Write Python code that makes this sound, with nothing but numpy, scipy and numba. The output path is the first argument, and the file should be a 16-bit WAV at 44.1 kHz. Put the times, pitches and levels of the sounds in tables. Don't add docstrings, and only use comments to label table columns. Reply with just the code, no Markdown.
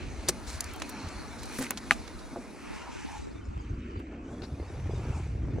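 import sys
import numpy as np
from scipy import signal
from scipy.io import wavfile
from scipy.ndimage import uniform_filter1d
from numba import njit

SR = 44100
rng = np.random.default_rng(int(sys.argv[2]) if len(sys.argv) > 2 else 0)


def transcribe(u):
    v = np.clip(np.atleast_2d(u).T, -1, 1)
    q = np.round(v * 32767).astype(np.int16)
    wavfile.write(sys.argv[1], SR, q)


N = 246959
PORT_LAG_S = .00003

# time in seconds, glide hiss level in dB,
# extra brightness in dB, low drone level in dB, hum level of the ice sheet in dB.
BLADE_LEVELS = [(0, -50, -7, -57, -45.5), (.33, -56, 6.5, -55, -44.5), (.55, -51, 2.5, -54, -54),
                (.95, -51, 1, -50, -44), (1.4, -54, 4.5, -51, -47.5), (1.57, -49, 7, -54.5, -44.5),
                (1.73, -54, 5.5, -57, -44.5), (2.2, -56, 4.5, -54.5, -48), (2.55, -59.5, 6, -60, -47),
                (2.65, -54.5, 1, -53.5, -45.5), (2.76, -49.5, -0.5, -50.5, -54.5), (2.9, -51, -8, -54, -54),
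                (3.04, -49, -4, -54.5, -59), (3.18, -51.5, -4, -56, -57.5), (3.3, -59, -4.5, -59, -53),
                (3.45, -61.5, -9, -60, -48.5), (3.7, -59, -13, -61, -47), (4.0, -55, -29, -60, -40.5),
                (4.2, -62, -26.5, -65.5, -46), (4.32, -60, -2.5, -57, -43), (4.55, -62, 4, -61, -48),
                (4.78, -56.5, -3, -59, -52.5), (5.05, -56.5, -3, -53, -46), (5.18, -57, -2.5, -52, -50),
                (5.3, -60, -3.5, -67.5, -49.5), (5.45, -59, -12.5, -63, -45), (5.6, -57.5, -14, -65, -37)]
# time in seconds, edge in Hz,
# hollow depth (a share, before it wanders and is held to 0-1).
EDGE_AND_HOLLOW = [(0, 29.6, 0.03), (2.7, 30, 0.22), (2.93, 30, 0.03), (2.98, 30, 1.1), (3.04, 30, 1.1),
                   (3.06, 30, 0.55), (3.15, 30, .3), (3.38, 31.2, 0.13), (3.52, 59.6, 1), (3.68, 230, 0.5),
                   (3.82, 374, 0.85), (3.94, 490, 0.9), (4.12, 592, 0.05), (4.29, 600, 0), (4.31, 30, 0),
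                   (5.6, 30, 0)]


def undb(db):
    return 10 ** (np.asarray(db) / 20)


def unit(x):
    return x / np.sqrt(np.mean(x ** 2))


def curves(table):
    s, *columns = np.array(table, float).T
    return [np.interp(np.arange(N) / SR, s, column) for column in columns]


@njit
def svf(x, hz, k):
    band_out, high_out = np.empty(len(x)), np.empty(len(x))
    b, l = 0., 0.
    for i in range(len(x)):
        g = np.tan(np.pi * hz[i] / SR)
        v = (b + g * (x[i] - l)) / (1 + g * (g + k))
        band_out[i] = k * v
        high_out[i] = x[i] - k * v - l - g * v
        b, l = 2 * v - b, l + 2 * g * v
    return band_out, high_out


def band(x, hz, width, order=2):
    edges = [max(hz - width / 2, hz / 8), min(hz + width / 2, .45 * SR)]
    return signal.sosfilt(signal.butter(order, edges, "band", fs=SR, output="sos"), x)


def walk(rate):
    k = int(SR / rate)
    steps = np.repeat(rng.standard_normal(N // k + 1), k)
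    return unit(uniform_filter1d(uniform_filter1d(steps, k), k)[:N])


def fading(hits, t60):
    return signal.lfilter([1], [1, -np.exp(-np.log(1000) / (t60 * SR))], hits)


def grains(rate, scatter_db, t60):
    hits = (rng.random(N) < rate / SR) * undb(scatter_db * rng.exponential(1, N))
    return fading(hits, t60)


def pair(hz, width, unalike):
    same, other = rng.standard_normal((2, N))
    late = np.roll(same, int(round(PORT_LAG_S * SR)))
    return band(np.array([late + unalike * other, same - unalike * other]), hz, width)


def drifting(x, share):
    place = np.cumsum(1 + share * walk(7))
    return np.array([np.interp(place * (N - 1) / place[-1], np.arange(N), c) for c in x])


def add(out, s, x):
    i = int(s * SR)
    out[:, i:i + x.shape[-1]] += x[..., :N - i]


def rings(table, glide):
    out, t = np.zeros((2, N)), np.arange(int(.25 * SR)) / SR
    for s, peak_db, hz, t60 in table:
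        turns = hz * t * (1 - glide * np.minimum(t / t60, 1))
        shape = undb(peak_db - 60 * t / t60) * np.minimum(t / 0.0007, 1)
        add(out, s, shape * np.sin(2 * np.pi * turns))
    return out


def blades():
    # pitch in Hz, width in Hz, relative level in dB.
    hum_modes = [(233, 49, 1), (284, 97, 8), (340.4, 210, -7)]
    # pitch in Hz, width in Hz,
    # relative level in dB, how unlike the two ports are (0-1).
    drone_modes = [(900, 200, 0, .3), (1200, 280, 0, .3), (1420, 240, -4, .2)]
    glide_modes = [(1512, 530, -0.5, 0), (1905, 600, -.5, 0), (2358, 525, 1.5, 0.1), (2897, 480, -4.5, 1)]
    scrape_modes = [(3710, 770, -1.5, 0.23), (4634, 730, -3, 0.1425), (5390, 690, -3.5, 0.5),
                    (6010, 780, -1.5, 0.39), (7080, 2400, 0, 0.15)]
    sheen_modes = [(8110, 710, -11.5, 0.22), (9650, 1800, -3.5, 0.324), (10580, 1200, -5, 0.2),
                   (14800, 1800, -14.5, 0.36)]
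    ring_modes = [(4204, 450, 0, 0.4)]
    # time in seconds, relative level in dB.
    ring_level = [(0, -9), (.4, -8), (.8, -7), (1.1, -4.5), (1.4, -4.5), (2.3, -11.5), (2.7, -16),
                  (3.3, -16.5), (4.2, -24), (5.0, -21), (5.6, -22)]
    drifts = .04, .03, 0, 0, .025

    grit = 1 + 0.14 * uniform_filter1d(grains(300, 3.36, 0.0074), size=12)
    glide_db, bright_db, drone_db, hum_db = curves(BLADE_LEVELS)
    scrape_db = glide_db - 4 + 0.36 * bright_db
    sheen_db = glide_db - 12.5 + bright_db
    ring_db = glide_db + curves(ring_level)[0]
    levels = drone_db, glide_db, scrape_db, sheen_db, ring_db
    mode_sets = drone_modes, glide_modes, scrape_modes, sheen_modes, ring_modes

    rub = rng.standard_normal(N)
    hum = sum(undb(db + 1.4 * walk(15)) * unit(band(rub, hz, width, order=1))
              for hz, width, db in hum_modes)
    out = undb(hum_db) * unit(band(hum, 268, 310))

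    shared = walk(11)
    for level_db, modes, drift in zip(levels, mode_sets, drifts):
        hiss = sum(undb(db + 0.67 * shared + 1.9 * walk(20)) * unit(pair(hz, width, unalike))
                   for hz, width, db, unalike in modes)
        if drift:
            hiss = drifting(hiss, drift)
        out = out + undb(level_db) * unit(grit * hiss)
    return out


def faint_tones():
    out, t = np.zeros((2, N)), np.arange(int(.1 * SR)) / SR
    drone_db = curves(BLADE_LEVELS)[2]
    per_second = 110
    for when, pitch, size, length, slide, pan in rng.random((int(per_second * N / SR), 6)):
        span = .014 * (.5 + 1.3 * length)
        start_hz = 600.5 * 2 ** (3.6 * pitch)
        hz = start_hz * (1 + .03 * (2 * slide - 1) * t / span)
        db = drone_db[int(when * N)] + 2.5 - 12 * size - 9 * pitch
        tone = t / span * np.exp(1 - t / span) ** 2 * np.sin(2 * np.pi * np.cumsum(hz) / SR)
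        side_db = np.array([[3], [-3]]) * (2 * pan - 0.5)
        add(out, when * N / SR, undb(db + side_db) * tone)
    return out


def moan():
    # time in seconds, pitch in Hz before it wavers, level in dB.
    moan_path = [(2.6, 880, -66), (2.69, 930, -56), (2.738, 860, -49), (2.762, 960, -56), (2.79, 965, -51),
                 (2.848, 940, -53), (2.876, 890, -46), (2.914, 940, -53), (3.055, 865, -58),
                 (3.096, 868, -43), (3.116, 862, -52), (3.14, 860, -44), (3.165, 835, -43),
                 (3.188, 844, -57), (3.214, 818, -55), (3.288, 820, -78)]
    hz, db = curves(moan_path)
    hz = hz * (1 + .025 * walk(20))
    width = .16

    def resonant():
        once = svf(rng.standard_normal(N), hz, width)[0]
        return unit(svf(once, hz, width)[0])

    same, other = resonant(), resonant()
    strength = np.sqrt(uniform_filter1d(same ** 2, size=500))
    same = unit(same / strength ** .6)
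    return undb(db) * (same + .2 * other * np.array([[1], [-1]]))


def clicks():
    # start in seconds, rough treble peak in dB, treble centre in Hz, rough body peak in dB,
    # left minus right in dB, length before the fade in seconds.
    click_list = [(0.278, -24.5, 3970, -35, 3, 0.0042), (0.2843, -5.5, 7150, -14.5, 1, 0.0075),
                  (0.455, -33, 6040, -40.5, 1.5, .09), (0.469, -32, 4500, -55, 7, .0024),
                  (0.605, -11.5, 7700, -35, 1, 0.0021), (0.641, -17, 7150, -55, 5, 0.00095),
                  (.735, -29, 11100, -55, -2, 0.0021), (.759, -31, 11000, -55, 0, .002),
                  (0.7965, -34, 6600, -38, 0, 0.0047), (.819, -21.5, 5600, -24, -3, 0.0034),
                  (.8916, -25.5, 10400, -37, -2, 0.0052), (1.084, -35, 5560, -41, 0, 0.0065),
                  (1.375, -37, 5500, -58, -2, 0.065), (1.429, -35, 8900, -40, 1, .0044),
                  (1.4543, -32, 7900, -38, 0, 0.004), (1.4955, -31, 1350, -44, 0, .003),
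                  (1.539, -33, 2000, -42, 0, .002), (1.512, -36.5, 8200, -53, -1, 0.11),
                  (1.582, -23.5, 9200, -33, 3, 0.011), (1.596, -31, 7100, -35, 1, 0.052),
                  (1.599, -31, 2050, -49, -5, 0.03), (1.61, -33, 6000, -36, -7, 0.0046),
                  (1.643, -29, 2200, -46, 2, .003), (1.632, -29, 2700, -46, 0, .002),
                  (1.654, -29, 2200, -46, 0, .004), (1.664, -25, 2400, -46, -1, .003),
                  (1.7055, -14, 10400, -21.5, -1, 0.0024), (1.711, -39, 2200, -30.5, -1, 0.0074),
                  (1.772, -23.5, 4900, -31, -.5, 0.0074), (1.9083, -13, 6200, -45, 1, 0.002),
                  (1.914, -28, 7200, -56, 0, 0.016), (1.9165, -19, 2600, -45, -2, .0012),
                  (1.9235, -21, 2900, -45, 2, .0015), (1.9295, -25, 2500, -45, -1, .0015),
                  (2.074, -35, 4600, -41, -10, 0.0053), (2.186, -44, 4600, -53, -9, 0.017),
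                  (3.988, -55.5, 7900, -45, -1.5, 0.013), (4.4185, -33, 4000, -42, 3, 0.003),
                  (4.42, -40, 4400, -47, 5, 0.024), (4.433, -50, 4400, -39, 3, .005)]
    out, t = np.zeros((2, N)), np.arange(int(.15 * SR)) / SR
    lag = int(round(PORT_LAG_S * SR))
    bright_crest_db, body_crest_db = 13.5, 9.5
    for s, peak_db, hz, body_db, pan_db, length in click_list:
        t60 = min(0.0091 + 3.5 * length, 0.13)
        same, left, right, low, crumb = rng.standard_normal((5, len(t)))
        fine_db = 2.12 * unit(uniform_filter1d(crumb, size=80))
        lumps_db = 3 * min(length / .04, 1) * unit(uniform_filter1d(crumb[::-1], size=400))
        swell = np.minimum(t / max(0.0023, .4 * length), 1)
        fade = undb(-60 * np.maximum(t - length, 0) / t60)
        shape = undb(fine_db + lumps_db) * swell * fade

        apart = np.array([left, right])
        width = hz * (0.82 if hz > 4480 else .3)
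        bright = unit(band(np.array([np.roll(same, lag), same]) + .6 * apart, hz, width))
        body = unit(band(low + 0.36 * apart, 1000, 2100))
        burst = undb(peak_db - bright_crest_db) * bright + undb(body_db - body_crest_db) * body
        side = undb(np.array([[pan_db], [-pan_db]]) / 2)
        add(out, s, side * shape * burst)
    return out


def crack():
    # start in seconds, chirp peak in dB, start pitch in Hz, end pitch in Hz,
    # tail level in dB, time for the tail to fall 60 dB in seconds.
    crack_list = [(1.9089, -2.5, 3150, 700, -24, .07), (.8192, -28, 3600, 1300, -39, .03),
                  (1.5868, -27, 2300, 600, -42, .03)]
    out, t = np.zeros((2, N)), np.arange(int(.2 * SR)) / SR
    sweep_s, swell_s = .0016, .001
    for s, peak_db, start_hz, end_hz, tail_db, t60 in crack_list:
        hz = end_hz + (start_hz - end_hz) * np.exp(-t / sweep_s)
        swell = (t / swell_s * np.exp(1 - t / swell_s)) ** 3
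        chirp = swell * np.sin(2 * np.pi * np.cumsum(hz) / SR)
        chirp = np.array([chirp, np.roll(chirp, shift=2)])

        same, other, crumb = rng.standard_normal((3, len(t)))
        crackle = undb(4 * unit(uniform_filter1d(crumb, size=100)))
        scattered = np.array([same + 0.2 * other, same - 0.33 * other]) * crackle
        tail = unit(band(scattered, 2330, 2200))
        fade = undb(tail_db - 60 * t / t60) * np.minimum(t / 0.00088, 1)
        add(out, s, undb(peak_db) * chirp + fade * tail)
    return out


def blows():
    # start pitch in Hz, relative level in dB, t60 in seconds.
    sheet_modes = [(164, 0, .06), (253.3, 0.5, 0.11), (376, 0, 0.045), (511, -0.5, 0.052), (692, -6, 0.14),
                   (837, -3, 0.053), (1013, 4.5, 0.011), (1232, 2, 0.032)]
    # start in seconds, level in dB before the mode's own, pitch that rings most in Hz.
    blow_list = [(0.294, -20.5, 370), (0.296, -30, 169), (1.91, -32.5, 170), (1.5879, -32, 480),
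                 (1.5895, -24, 262), (1.5975, -34, 255), (1.6355, -32, 225), (1.604, -26.5, 250),
                 (1.612, -30, 252), (1.627, -32, 225), (1.608, -30.5, 510), (1.9108, -16.5, 905),
                 (1.916, -27, 276), (1.919, -24.5, 1240), (2.328, -35, 252), (2.36, -25, 766),
                 (2.3624, -25, 420), (2.371, -25.5, 466), (2.386, -34, 256)]
    struck = []
    for s, peak_db, near_hz in blow_list:
        for hz, db, t60 in sheet_modes:
            away_db = 33.5 * abs(np.log2(hz / near_hz))
            struck.append((s, peak_db + db - away_db, hz, t60))
    return rings(struck, glide=0.067)


def wind():
    # time in seconds, boom between gusts in dB,
    # boom pitch in Hz, rustle in dB.
    shared_wind = [(0, -41.5, 59.6, -53), (.9, -53.5, 63.4, -54), (1.45, -51, 65.2, -51),
                   (1.6, -60, 66.2, -54.5), (2.0, -48, 60, -53.5), (2.55, -62, 54.9, -51),
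                   (2.75, -50.5, 56.4, -54.5), (3.1, -52.5, 58.7, -58.5), (3.45, -43, 59.7, -61),
                   (3.75, -40, 62, -64), (4.15, -46, 60, -53.5), (4.65, -46, 78, -54),
                   (4.82, -34.5, 83.6, -53.5), (5.05, -35, 83.8, -50), (5.4, -32.5, 79.5, -59.5),
                   (5.6, -32, 79.4, -50)]
    # time in seconds,
    # low buffet in dB, high buffet in dB, pops in dB.
    apart_levels = [(0, -43.5, -56, -56), (.35, -45.5, -64, -62), (.7, -40, -47, -58),
                    (1.1, -44.5, -54.5, -66), (1.7, -51.5, -64, -56), (2.3, -48.5, -57, -63),
                    (2.8, -45.5, -42, -77), (3.3, -45, -42, -68), (3.6, -66, -52, -53.5),
                    (4.0, -67, -62, -49.5), (4.4, -74, -73.5, -61.5), (4.85, -46, -61, -59),
                    (5.2, -59.5, -70, -60), (5.6, -45, -45, -65)]
    # start in seconds, tone level in dB, start pitch in Hz.
    thump_list = [(4.425, -29.5, 458), (4.517, -41, 390), (4.599, -27, 366), (4.627, -32, 463),
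                  (4.701, -32, 398), (4.735, -38, 331), (4.859, -30, 336), (4.895, -27.5, 420),
                  (4.907, -34, 746), (4.935, -26.5, 447), (4.982, -36, 416), (4.995, -30.5, 382),
                  (5.02, -36, 331), (5.053, -32, 464), (5.071, -35, 331), (5.085, -32, 425),
                  (5.095, -33, 404), (5.127, -38, 799), (5.178, -44, 331), (5.199, -30.5, 360),
                  (5.266, -35, 427), (5.321, -44, 342), (5.35, -34, 369), (5.405, -38, 331),
                  (5.451, -30, 331), (5.484, -27.5, 331), (5.509, -42, 331), (5.534, -33, 330),
                  (5.561, -27, 331), (5.584, -27, 523)]

    calm_db, boom_hz, rustle_db = curves(shared_wind)
    low_db, high_db, pops_db = curves(apart_levels)
    edge_hz = curves(EDGE_AND_HOLLOW)[0]
    noise = rng.standard_normal((4, N))
    rustle = unit(undb(1.2 * walk(25)) * band(noise[1], 540, 360))

    eddies = shedding(27, 0.06)
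    low = unit((1.7 + eddies) * band(noise[2], 94, 100))
    high = unit((.9 + eddies) * band(noise[2], 254, 220))
    pops = unit((.25 + eddies) * band(noise[3], 820, 770, order=3))
    lulls = undb(2.5 * walk(9))
    apart = lulls * (undb(low_db) * low + undb(high_db) * high) + undb(pops_db) * pops
    for _ in range(6):
        apart = svf(apart, edge_hz, np.sqrt(2))[1]

    thumps = rings([(s, db, hz, .03) for s, db, hz in thump_list], glide=0.31)
    thumps = thumps + 1.16 * band(thumps * noise[0], 430, 740)
    alike = gusts(calm_db) * booming(boom_hz) + undb(rustle_db) * rustle + thumps
    return alike + apart * np.array([[1], [-1]])


def shedding(rate, t60):
    turns = np.floor(np.cumsum(rate * (1 + .35 * walk(25))) / SR)
    hits = (np.diff(turns, prepend=0) > 0) * undb(3.4 * rng.standard_normal(N))
    return unit(uniform_filter1d(fading(hits, t60), size=130))


def booming(hz):
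    swing = svf(svf(rng.standard_normal(N), hz, 0.92)[0], hz, 0.92)[0]
    strength = np.sqrt(uniform_filter1d(swing ** 2, size=1800))
    return unit(band(swing / strength ** 0.76, 74, 190, order=2))


def gusts(calm_db):
    # time of the peak in seconds, peak in dB before the base joins it.
    gust_list = [(.08, -37), (.2, -38.5), (.3, -43), (.5, -39), (.565, -34.5), (.67, -40), (.73, -42),
                 (1.07, -33.5), (1.18, -37.5), (1.31, -50), (1.42, -42.5), (1.79, -49), (2.17, -42.5),
                 (3.2, -39.5), (3.351, -42), (3.5, -33.5), (3.58, -32), (3.731, -27), (3.79, -35.5),
                 (3.98, -35), (4.329, -42), (4.43, -40), (4.54, -32.5), (4.621, -34.5), (4.885, -31),
                 (5.105, -28), (5.17, -32), (5.33, -41), (5.45, -33), (5.56, -31.5)]
    rise_s, fall_s = 0.028, 0.0088
    t, gain = np.arange(N) / SR, undb(calm_db + walk(12))
    for s, peak_db in gust_list:
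        swell = np.exp(-((t - s) / np.where(t < s, rise_s, fall_s)) ** 2)
        gain = np.hypot(gain, undb(peak_db) * swell)
    return gain


def hollowed(x):
    edge_hz, depth = curves(EDGE_AND_HOLLOW)
    hz = (520 + edge_hz) * (1 + 0.056 * walk(25))
    depth = np.clip(depth * (1 + .45 * walk(35)), 0, 1)
    mid, side = (x[0] + x[1]) / 2, (x[0] - x[1]) / 2
    for _ in range(2):
        mid = mid - depth * svf(mid, hz, .55)[0]
    return np.array([mid + side, mid - side])


def scene():
    return hollowed(blades() + faint_tones() + wind()) + moan() + clicks() + blows() + crack()


def record(dry):
    return signal.sosfilt(signal.ellip(10, .2, 80, 16300, fs=SR, output="sos"), dry)


dry = scene()
out = record(dry)
transcribe(out)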